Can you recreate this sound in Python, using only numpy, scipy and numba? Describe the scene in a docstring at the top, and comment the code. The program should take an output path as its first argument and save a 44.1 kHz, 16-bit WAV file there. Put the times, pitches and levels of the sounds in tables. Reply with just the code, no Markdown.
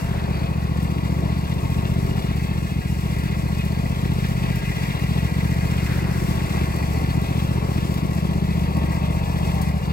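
"""Garden tractor turning a cane mill

A V-twin garden tractor pulls the sweep pole of a cane mill slowly round, with the microphone riding along.
Paired firings, some weak or late, ring the pipe and muffler as thumps; noise puffs behind them make the rasp.
Noise through moving resonances makes the fan's rush, the rattle of the steel covers and the iron mill's clatter.
Fine grains and ticks make dry grass rustle under the tyres, and short bright bursts are snapping stalks."""
import sys
import numpy as np
from scipy import signal
from scipy.fft import rfft, irfft
from scipy.io import wavfile
from scipy.ndimage import uniform_filter1d, map_coordinates
from numba import njit

SR = 44100
rng = np.random.default_rng(int(sys.argv[2]) if len(sys.argv) > 2 else 0)


def materialize(psi):
    """Save the field psi as 16-bit PCM at rate SR to the path in sys.argv[1].

    A 1-D psi becomes a single channel; in a 2-D psi each row is a channel.
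    """
    bounded = np.clip(np.atleast_2d(psi).T, -1, 1)
    quanta = np.round(bounded * 32767).astype(np.int16)
    wavfile.write(sys.argv[1], SR, quanta)


N = 437472

# crank position of each cylinder's exhaust stroke: (position [cycles])
STROKES = [.314, .680]
# firings that miss or burn slowly: (time [s], level change [dB], lateness [s])
MISFIRES = [(.373, -5, .0048), (1.453, -7, .0019), (1.587, -7, .002), (2.217, -14, .005),
            (2.375, -1.5, .0022), (2.688, -12, .0045), (2.826, -14, .01), (3.187, 0, .0033),
            (3.229, -1.5, .0018), (4.606, -6, .0041), (4.737, -7, 0), (4.876, 0, .004),
            (4.966, -6.5, .0022), (5.293, -11, 0), (5.847, -1.5, .0016), (6.479, -18, 0), (7.24, -6, 0),
            (8.705, -3, .0012), (9.805, -5, .004)]


def undb(db):
    """Decibels to gain."""
    return np.exp(np.asarray(db) * np.log(10) / 20)


def level(x, db):
    """Scale to an rms level."""
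    return x * undb(db) / np.sqrt(np.mean(x ** 2))


def follow(points):
    """Draw a (time [s], value) curve over the whole scene."""
    return np.interp(np.arange(N) / SR, *np.transpose(points))


def colour(x, points):
    """Filter by a smooth (frequency [Hz], level [dB]) spectrum."""
    hz, db = np.transpose(points)
    f = np.arange(N // 2 + 1) * SR / N
    gain = undb(np.interp(np.log(f + 1), np.log(hz), db))
    return irfft(rfft(x) * gain, N)


def ring(x, hz, width_hz):
    """One resonance, gain 1 at its centre."""
    return signal.lfilter(*signal.iirpeak(hz, hz / width_hz, fs=SR), x)


@njit
def moving_ring(x, hz, width):
    """A resonance on each channel whose centre moves, gain 1 at the centre."""
    y = np.empty_like(x)
    for c in range(len(x)):
        band, low = 0., 0.
        for i in range(len(hz)):
            w = np.pi * hz[i] / SR
            g = w + w * w * w / 3  # close to tan(w)
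            k = width / hz[i]
            v = (band + g * (x[c, i] - low)) / (1 + g * (g + k))
            band = 2 * v - band
            low = low + 2 * g * v
            y[c, i] = k * v
    return y


def walk(rate):
    """Slow random drift with a spread near 1, stepped at a rate in Hz and smoothed."""
    size = int(SR / rate)
    held = np.repeat(rng.standard_normal(N // size + 1), size)[:N]
    return np.sqrt(3 / 2) * uniform_filter1d(held, size)


def body(x, modes, direct_db, wander, flicker_db):
    """Resonances that wander, come and go, over the broad sound of the excitation itself."""
    out = undb(direct_db) * x
    for hz, width, db in modes:
        gain = undb(db + flicker_db * walk(14))
        centre = hz * (1 + wander * walk(5))
        out = out + gain * moving_ring(x, centre, float(width))
    return out


def grains(spread_db):
    """Dense tiny impacts of very unequal size, a new size every 32 samples."""
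    size = np.repeat(rng.exponential(size=N // 32 + 1), 32)[:N]
    return level(rng.standard_normal(N) * undb(spread_db * size), 0)


def ticks(per_s, decay_s, spread_db):
    """Single blades and twigs crack at random: a sharp start and a short fade."""
    strength = undb(spread_db * np.clip(rng.standard_normal(N), -2, 2))
    starts = (rng.random(N) < per_s / SR) * strength
    return signal.lfilter([1], [1, -np.exp(-1 / (decay_s * SR))], starts)


def ports(x, scatter_db):
    """The direct sound at both microphone ports, plus scattered sound that differs between them."""
    return x + undb(scatter_db) * rng.standard_normal((2, N))


def each_cycle(crank):
    """A rough pattern that comes back with every engine cycle and changes within a few turns."""
    patterns = signal.resample(rng.standard_normal((32, 2940)), 11760, axis=1)
    place = (crank % 1 * patterns.shape[1]).astype(int)
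    age = crank / 6  # a new pattern takes over every six cycles
    k, blend = age.astype(int), age % 1 * np.pi / 2
    return patterns[k, place] * np.cos(blend) + patterns[k + 1, place] * np.sin(blend)


def after_stroke(crank, lag, width):
    """A swell some part of a cycle after each cylinder's exhaust stroke."""
    swell = 0
    for stroke in STROKES:
        distance = (crank - stroke - lag + .5) % 1 - .5
        swell = swell + np.exp(-.5 * (distance / width) ** 2)
    return swell


def crank_turns(t):
    """Engine cycles gone by: the governed speed sags after each late burn and recovers."""
    # speed the governor holds against the mill, before the sags: (time [s], speed [four-stroke cycles/s])
    governed = [(0.0, 15.563), (0.36, 14.993), (0.87, 14.712), (2.12, 15.502), (2.7, 14.656),
                (2.93, 15.437), (3.64, 14.928), (4.17, 15.608), (4.6, 15.546), (4.94, 14.475),
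                (5.66, 15.179), (6.46, 15.319), (6.84, 14.859), (7.82, 14.836), (8.47, 15.345),
                (9.01, 15.032), (9.3, 15.488), (9.92, 14.432)]
    stumble_s = .1  # time to the deepest sag
    sag_hz_per_late_s = 54.21  # cycles per second lost per second of lateness
    sag = 0
    for s, _, late in MISFIRES:
        age = np.maximum(t - s, 0) / stumble_s
        sag = sag + sag_hz_per_late_s * late * age * np.exp(1 - age)
    return np.cumsum(np.interp(t, *np.transpose(governed)) - sag) / SR


def firings(crank, scatter_db, jitter_s):
    """One impulse for each exhaust stroke: two close together, then a gap."""
    turns = (np.arange(int(crank[-1]) + 1)[:, None] + STROKES).ravel()
    times = np.interp(turns[turns < crank[-1]], crank, np.arange(N) / SR)
    chance = rng.standard_normal((len(times), 2))
    db = scatter_db * chance[:, 0]
    for s, weak_db, late in MISFIRES:
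        k = np.argmin(abs(times - s))
        db[k] += weak_db
        times[k] += late
    times = times + jitter_s * chance[:, 1]
    pulses = np.zeros(N)
    pulses[np.clip((times * SR).astype(int), 0, N - 1)] = undb(db)
    return pulses


def exhaust(pulses, chamber_gain, push_s, chamber_hz, chamber_width_hz, chamber_db, trap_hz, trap_width_hz):
    """Each rounded push of gas rings the pipe and the muffler chamber, whose side branch traps one band."""
    # exhaust pipe resonances: (centre [Hz], width [Hz], level [dB], polarity [+1 or -1])
    pipe_modes = [(49, 5.7, -4.5, 1), (71.8, 9.8, -0.5, -1), (124.6, 20, -3, 1), (147.7, 58.5, -3.5, 1)]
    push = signal.fftconvolve(pulses, signal.windows.gaussian(601, push_s * SR), "same")
    pipe = sum(np.sign(sign) * undb(db) * ring(push, hz, width) for hz, width, db, sign in pipe_modes)
    uneven_push = push * chamber_gain * undb(0.77 * walk(30))
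    chamber = undb(chamber_db) * ring(uneven_push, chamber_hz, chamber_width_hz)
    trapped = ring(chamber, trap_hz, trap_width_hz)
    sound = pipe - chamber + trapped
    # the deepest bass below about 40 Hz falls away
    outlet = signal.butter(1, 40, "high", fs=SR)
    return level(signal.lfilter(*outlet, signal.lfilter(*outlet, sound)), 0)


def hollowed(thump, hollow, boom_db):
    """Shift the weight of the thump from its lower band to its upper one, and weigh its deep boom."""
    upper = ring(thump, hz=180, width_hz=84)
    lower = ring(thump, hz=113.0, width_hz=89)
    boom = ring(thump, hz=74, width_hz=40)
    return thump + hollow * (upper - 1.32 * lower) + (undb(boom_db) - 1) * boom


def bark(pulses, scatter_db):
    """The steep front of each push comes back from the open end and rings the short tailpipe."""
    # higher tailpipe resonances: (centre [Hz], width [Hz], level [dB])
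    tailpipe = [(246, 46, -7), (291.5, 30, 0), (329, 28, -5.5), (383, 12, 2), (430, 29, -18)]
    lag_s = .006
    late = np.interp(np.arange(N) - lag_s * SR, np.arange(N), pulses, left=0)
    front = signal.lfilter(*signal.butter(2, 450, fs=SR), late * undb(scatter_db * walk(40)))
    return -level(sum(undb(db) * ring(front, hz, width) for hz, width, db in tailpipe), 0)


def rasp(pulses, crank, rise_s, steady, repeat_db):
    """Turbulent gas leaves the outlet in a puff behind each push, over a steady share of flow."""
    # tone of the gas noise: (frequency [Hz], level [dB])
    gas_tone = [(120, -0.5), (220, -5), (285, 2), (340, -5.5), (390, -4), (480, -17.5), (700, -17),
                (1500, -52)]
    t = np.arange(SR // 20) / SR / rise_s
    puff = signal.fftconvolve(pulses, (t * np.exp(1 - t)) ** 2)[:N]
    gas = rng.standard_normal(N) + undb(repeat_db) * each_cycle(crank)
    return level(colour(ports(gas, scatter_db=-7.0) * (steady + puff), gas_tone), 0)


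def taps(crank):
    """A short burst of uneven strength as each valve shuts, twice a cycle."""
    # lag and width in cycles
    return after_stroke(crank, lag=.38, width=.058) * undb(3 * walk(30))


def off_bonnet(x):
    """Add one close reflection off the bonnet, whose path changes a little as the tractor sways."""
    lag_s, drift, reflection_db = .002857, .004, -9.5  # drift is a share of the lag
    place = np.arange(N) - lag_s * SR * (1 + drift * walk(3))
    reflection = np.array([map_coordinates(channel, [place], mode="mirror") for channel in x])
    return x + undb(reflection_db) * reflection


def rattle(crank, tapping):
    """Valve gear chatters against the covers, hardest as a valve shuts and lightly as it opens."""
    # resonances of the steel covers: (centre [Hz], width [Hz], level [dB])
    cover_modes = [(1764, 32, 4.5), (2312, 46, 1), (2583, 30, 8.5), (2778, 87, 0.5), (3460, 280, 2),
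                   (3840, 380, -3.5), (4570, 470, -3), (4840, 48, -4)]
    # tone of the rattle: (frequency [Hz], level [dB])
    rattle_tone = [(700, -25), (1300, 15), (1700, 1), (2200, 5), (2700, 1.5), (3100, 1.5), (3600, -3.5),
                   (4400, -1.5), (5300, -13), (6500, -10.5), (10000, -43)]
    opening = after_stroke(crank, lag=.1, width=.04)
    shake = (1 + .38 * tapping + .22 * opening) * undb(.6 * walk(9) + 1.1 * walk(120))
    contact = grains(spread_db=1.9) + undb(2) * each_cycle(crank)
    impacts = ports(contact, scatter_db=-6) * shake
    covers = body(impacts, cover_modes, direct_db=-6, wander=.01, flicker_db=2.5)
    return level(colour(off_bonnet(covers), rattle_tone), 0)


def fan(crank):
    """Cooling air rushes through the shroud, chopped alike from cycle to cycle."""
    # resonances of the fan shroud: (centre [Hz], width [Hz], level [dB])
    shroud = [(572, 92, -9), (667.3, 29, 2.5), (760, 92, -6.5), (903, 130, -4), (1088, 38, -1.5)]
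    # tone of the rush: (frequency [Hz], level [dB])
    air_tone = [(20, -22), (60, 9), (200, 8), (420, 3.5), (600, -3), (900, -3.5), (1120, -3.5),
                (1350, -12.5), (2000, -62), (5000, -39)]
    air = ports(rng.standard_normal(N) + each_cycle(crank), scatter_db=-2)
    gusts = undb(.6 * walk(10) + .9 * walk(45))
    air = air * gusts * (1 + .2 * after_stroke(crank, lag=.03, width=.1))
    return level(colour(body(air, shroud, direct_db=-4.5, wander=0.0054, flicker_db=1.45), air_tone), 0)


def whine(crank):
    """The flywheel fins sing faintly at high multiples of the engine speed; each line flutters on its own."""
    # lines of the whine: (multiple of the cycle rate, level [dB])
    fins = [(40, -5), (50, -4), (52, -3), (60, 0), (62, -3)]
    lines = 0
    for order, db in fins:
        phase = 2 * np.pi * order * crank + .7 * walk(25)
        lines = lines + undb(db + 4 * walk(11)) * np.sin(phase)
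    return level(lines, 0)


def clatter(crank, tapping):
    """The iron mill chatters in step with the engine, and now and then gives a single knock."""
    # resonances of the mill's iron frame: (centre [Hz], width [Hz], level [dB])
    iron_modes = [(1628, 19, 10.5), (1928, 47, -0.5), (2005, 64, -3), (2096, 33, 1), (2304, 60, -3.5),
                  (2464, 31, 5), (2750, 110, -5)]
    # tone of the clatter: (frequency [Hz], level [dB])
    mill_tone = [(1000, -59), (1600, -5.5), (2000, 8.5), (2600, 0.5), (3100, -23), (4500, -5.5),
                 (7000, -25)]
    # single knocks: (time [s], strength against the steady shake of 1 [dB])
    knock_list = [(2.396, 5), (2.816, 7), (3.638, 6), (3.856, 5), (4.240, 11), (4.454, 7), (4.716, 3),
                  (4.820, 2), (5.410, 5), (5.608, 5), (5.732, 3), (5.863, 6), (6.041, 4), (6.826, 5),
                  (7.779, 9), (9.669, 4)]
    knock_decay_s = .007
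    blows = np.zeros(N)
    for s, db in knock_list:
        blows[int(s * SR)] = undb(db)
    knocks = signal.lfilter([1], [1, -np.exp(-1 / (knock_decay_s * SR))], blows)
    shake = (1 + .42 * tapping) * undb(1.5 * walk(110) + .4 * walk(9))
    contact = grains(spread_db=1.5) + .7 * each_cycle(crank)
    impacts = ports(contact, scatter_db=-1) * (shake + knocks)
    iron = body(impacts, iron_modes, direct_db=-8, wander=.003, flicker_db=2)
    return level(colour(iron, mill_tone), 0)


def crush():
    """Cane fibres rasp as they are squeezed in the mill straight ahead."""
    # tone of the squeezed fibres: (frequency [Hz], level [dB])
    fibre_tone = [(600, -16), (1100, 6.5), (1500, 12), (2000, 11), (2800, -3), (4000, -3.5), (8000, -27)]
    return level(colour(ports(rng.standard_normal(N), scatter_db=0) * undb(1.5 * walk(12)), fibre_tone), 0)


def rustle(crank):
    """Dry grass crushed by the tyres, shaken in step with the engine, with single crackles."""
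    # tone of the grass: (frequency [Hz], level [dB])
    grass_tone = [(2500, -6.5), (5300, 5.5), (6200, 2), (7000, 2), (7900, 8), (8700, -0.5), (9900, 1),
                  (10600, -2), (11900, 2.5), (14300, -0.5), (15300, 1), (15900, -3)]
    blades = ports(grains(spread_db=1.7) + undb(-5.0) * each_cycle(crank), scatter_db=7.5)
    shake = (1 + .17 * after_stroke(crank, lag=.35, width=.09)) * undb(1.2 * walk(25))
    crackle = .45 * ticks(per_s=45, decay_s=.003, spread_db=3.5)
    return level(colour(off_bonnet(blades * (shake + crackle)), grass_tone), 0)


def snaps():
    """Brittle stalks break in a short, bright burst of parting fibres."""
    # stalks snapping: (time [s], starting gain on the fibre noise [dB], decay [s])
    breaks = [(.828, -43, .012), (1.701, -43, .007), (2.361, -44, .008), (2.435, -45, .007),
              (3.185, -44, .02), (3.235, -45, .015), (3.486, -44, .005), (3.65, -43, .012),
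              (4.135, -43, .009), (4.556, -38.5, .009), (4.994, -42, .005), (5.431, -44, .006),
              (6.356, -41, .007), (6.762, -40, .011), (7.215, -44, .005), (7.915, -44, .008),
              (7.941, -38, .009), (8.149, -45, .006), (8.592, -45, .008), (8.768, -42, .009),
              (8.92, -44, .009), (9.545, -43, .008), (9.615, -36, .013)]
    # tone of a snapping stalk: (frequency [Hz], level [dB])
    snap_tone = [(2000, -2), (5000, 2), (6800, 0), (7900, 3.5), (9000, 2), (12000, 4), (15800, 2)]
    t = np.arange(N) / SR
    burst = sum(undb(db) * (t >= s) * np.exp(-abs(t - s) / decay) for s, db, decay in breaks)
    fibres = ports(grains(spread_db=0.0), scatter_db=-16)
    return burst * level(colour(fibres, snap_tone), 6.5)


def shudder():
    """The swaying frame shakes the microphone with a faint deep rumble."""
    # tone of the rumble: (frequency [Hz], level [dB])
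    rumble_tone = [(8, -20), (20, -12), (32, -10), (45, 1), (70, -18), (150, -39.5)]
    return level(colour(ports(rng.standard_normal(N), scatter_db=-5), rumble_tone), -50)


def round_the_body(x):
    """Sound from the left reaches the right port later and shaded; the bass takes the longest way."""
    # extra path round the microphone body: (frequency [Hz], delay [s])
    port_delay = [(75, .0007), (150, .00057), (450, .0005), (700, .00044), (1000, .00034), (1500, .00035),
                  (2100, .00044), (8000, .00043)]
    # shading by the microphone body: (frequency [Hz], level [dB])
    shade = [(70, 0.2), (200, -2), (380, -3), (700, -7), (1100, -6), (1600, 1), (2400, -1), (4400, -5),
             (6200, -3.5), (7800, -13), (12000, -12.5), (15000, -20)]
    f = np.arange(N // 2 + 1) * SR / N
    delay = np.interp(f, *np.transpose(port_delay))
    delayed = irfft(rfft(x) * np.exp(-2j * np.pi * f * delay), N)
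    return colour(delayed, shade)


def scene():
    """The engine lies to the left and the mill ahead."""
    # exhaust thump before its bands are reweighed: (time [s], level [dB])
    thump_curve = [(0, -21.5), (.5, -20.5), (1.3, -20.5), (2, -20), (2.5, -21), (3.7, -20), (4.4, -20.5),
                   (4.9, -21), (5.1, -19), (5.6, -19.5), (6.4, -21), (7.6, -19.5), (8.5, -19), (9.3, -21),
                   (9.92, -20)]
    # turn towards a hollower, higher thump: (time [s], hollowness [0-1])
    hollow_curve = [(0, 0.17), (6.6, 0.03), (7.8, 0.03), (8.3, 0.43), (9.92, 0.36)]
    # deep boom within the thump: (time [s], level [dB])
    boom_curve = [(0, -0.5), (4.2, -1.5), (4.9, -3), (5.9, -1), (6.6, -0.5), (7.3, -4), (8, -2), (8.5, 1.7),
                  (9.92, 1.3)]
    # effort of the engine, heard in the rasp and bark of the gas: (time [s], relative level [dB])
    effort_curve = [(0, -6), (.5, -3), (1.2, 1), (1.6, -2), (2, 2.5), (2.5, 0.5), (3.4, 0.5), (4.3, 1.5),
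                    (5.05, -4), (5.8, 1.5), (6.8, -1), (7.9, 4.5), (8.5, -1), (8.8, 0.5), (9.3, -9.5),
                    (9.92, -4.5)]
    # cooling air: (time [s], level [dB])
    air_curve = [(0, -30.5), (1.6, -31.5), (2, -30.5), (2.9, -33.5), (3.2, -32), (5.3, -31), (6.7, -28),
                 (7.3, -30), (8.5, -30.5), (8.8, -29), (9.6, -28.5), (9.92, -30.5)]
    # whine of the flywheel fins: (time [s], level [dB])
    whine_curve = [(0, -49), (2, -56), (3.5, -58), (4.6, -52), (6, -52), (8.2, -47), (8.8, -42), (9.5, -38),
                   (9.92, -38)]
    # how hard the ground jolts the tractor, which drives the rattle: (time [s], jolt [dB])
    jolt_curve = [(0, 0.5), (.6, 0), (1.6, -1.9), (2.2, 1.5), (3.05, -1.5), (3.22, 3.5), (3.4, 0.5),
                  (4.3, 4), (4.65, 6.5), (5.2, 4), (6.2, 5.5), (6.9, 4.5), (7.4, 2), (7.85, 3.5), (8.4, 0),
                  (8.9, 0), (9.92, 0.5)]
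    # rustle under the tyres: (time [s], level [dB])
    grass_curve = [(0, -44), (.55, -47.5), (1.0, -45), (1.35, -45), (2.1, -42.5), (2.4, -44.5), (3.0, -43),
                   (3.22, -43), (3.5, -43.5), (3.95, -43.5), (4.2, -41), (4.6, -40.6), (5.2, -41.5),
                   (5.8, -40.5), (6.3, -39.5), (6.75, -42), (7.1, -42.5), (7.8, -42), (8.3, -44),
                   (8.8, -44), (9.15, -45), (9.55, -41.5), (9.92, -46)]
    # cane squeezed between the rollers: (time [s], level [dB])
    rollers_curve = [(0, -42.5), (.7, -51), (1.1, -59), (2, -53), (2.9, -65), (4.6, -66), (5.5, -54),
                     (5.95, -39.5), (6.6, -46), (6.9, -57), (7.7, -49), (8.4, -72), (9.92, -63)]
    # clatter of the mill under its load of cane: (time [s], level [dB])
    mill_curve = [(0, -51), (1.4, -44.5), (2.3, -45), (2.8, -45.5), (3.25, -40.5), (3.5, -44), (4.3, -43.5),
                  (4.55, -39.5), (4.82, -38.5), (5.1, -41), (5.55, -40.5), (6.25, -42), (6.5, -40.5),
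                  (7.05, -41.5), (7.5, -45.5), (8.6, -48), (8.9, -41), (9.3, -46.5), (9.65, -41.5),
                  (9.92, -51)]

    crank = crank_turns(np.arange(N) / SR)
    pulses = firings(crank, scatter_db=0.85, jitter_s=0.00029)
    second = crank % 1 > .5  # the half cycle in which the second cylinder fires
    # the second cylinder rings the muffler chamber 0.5 dB harder than the first
    chamber_gain = undb(0.5 * (second - .5))
    thump = exhaust(pulses, chamber_gain, push_s=0.0014, chamber_hz=203.6, chamber_width_hz=67.5,
                    chamber_db=3.0, trap_hz=235.3, trap_width_hz=40.6)
    thump = undb(follow(thump_curve)) * hollowed(thump, follow(hollow_curve), follow(boom_curve))
    # the second firing of each pair is the sharper one, by 2 dB
    sharp = pulses * undb(2 * second)
    puffs = undb(2.5) * rasp(sharp, crank, rise_s=0.0026, steady=.22, repeat_db=8)
    barks = undb(0.7) * bark(sharp, scatter_db=1.0)
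    gas = undb(-39 + follow(effort_curve)) * (puffs + barks)

    tapping = taps(crank)
    air = undb(follow(air_curve)) * fan(crank)
    fin_whine = undb(follow(whine_curve)) * whine(crank)
    # the rattle rises 0.54 dB for each dB of jolt
    covers = undb(-40.5 + 0.54 * follow(jolt_curve)) * rattle(crank, tapping)
    grass = undb(follow(grass_curve)) * rustle(crank)
    left, right = thump + gas + air + fin_whine + covers + grass + snaps()
    mill = undb(follow(rollers_curve)) * crush() + undb(follow(mill_curve)) * clatter(crank, tapping)
    return np.array([left, round_the_body(right)]) + mill + shudder()


def record(dry):
    """The recorder cuts the top steeply above 15.85 kHz."""
    return signal.sosfilt(signal.ellip(10, .2, 80, 15850, fs=SR, output="sos"), dry)


dry = scene()
out = record(dry)
materialize(out)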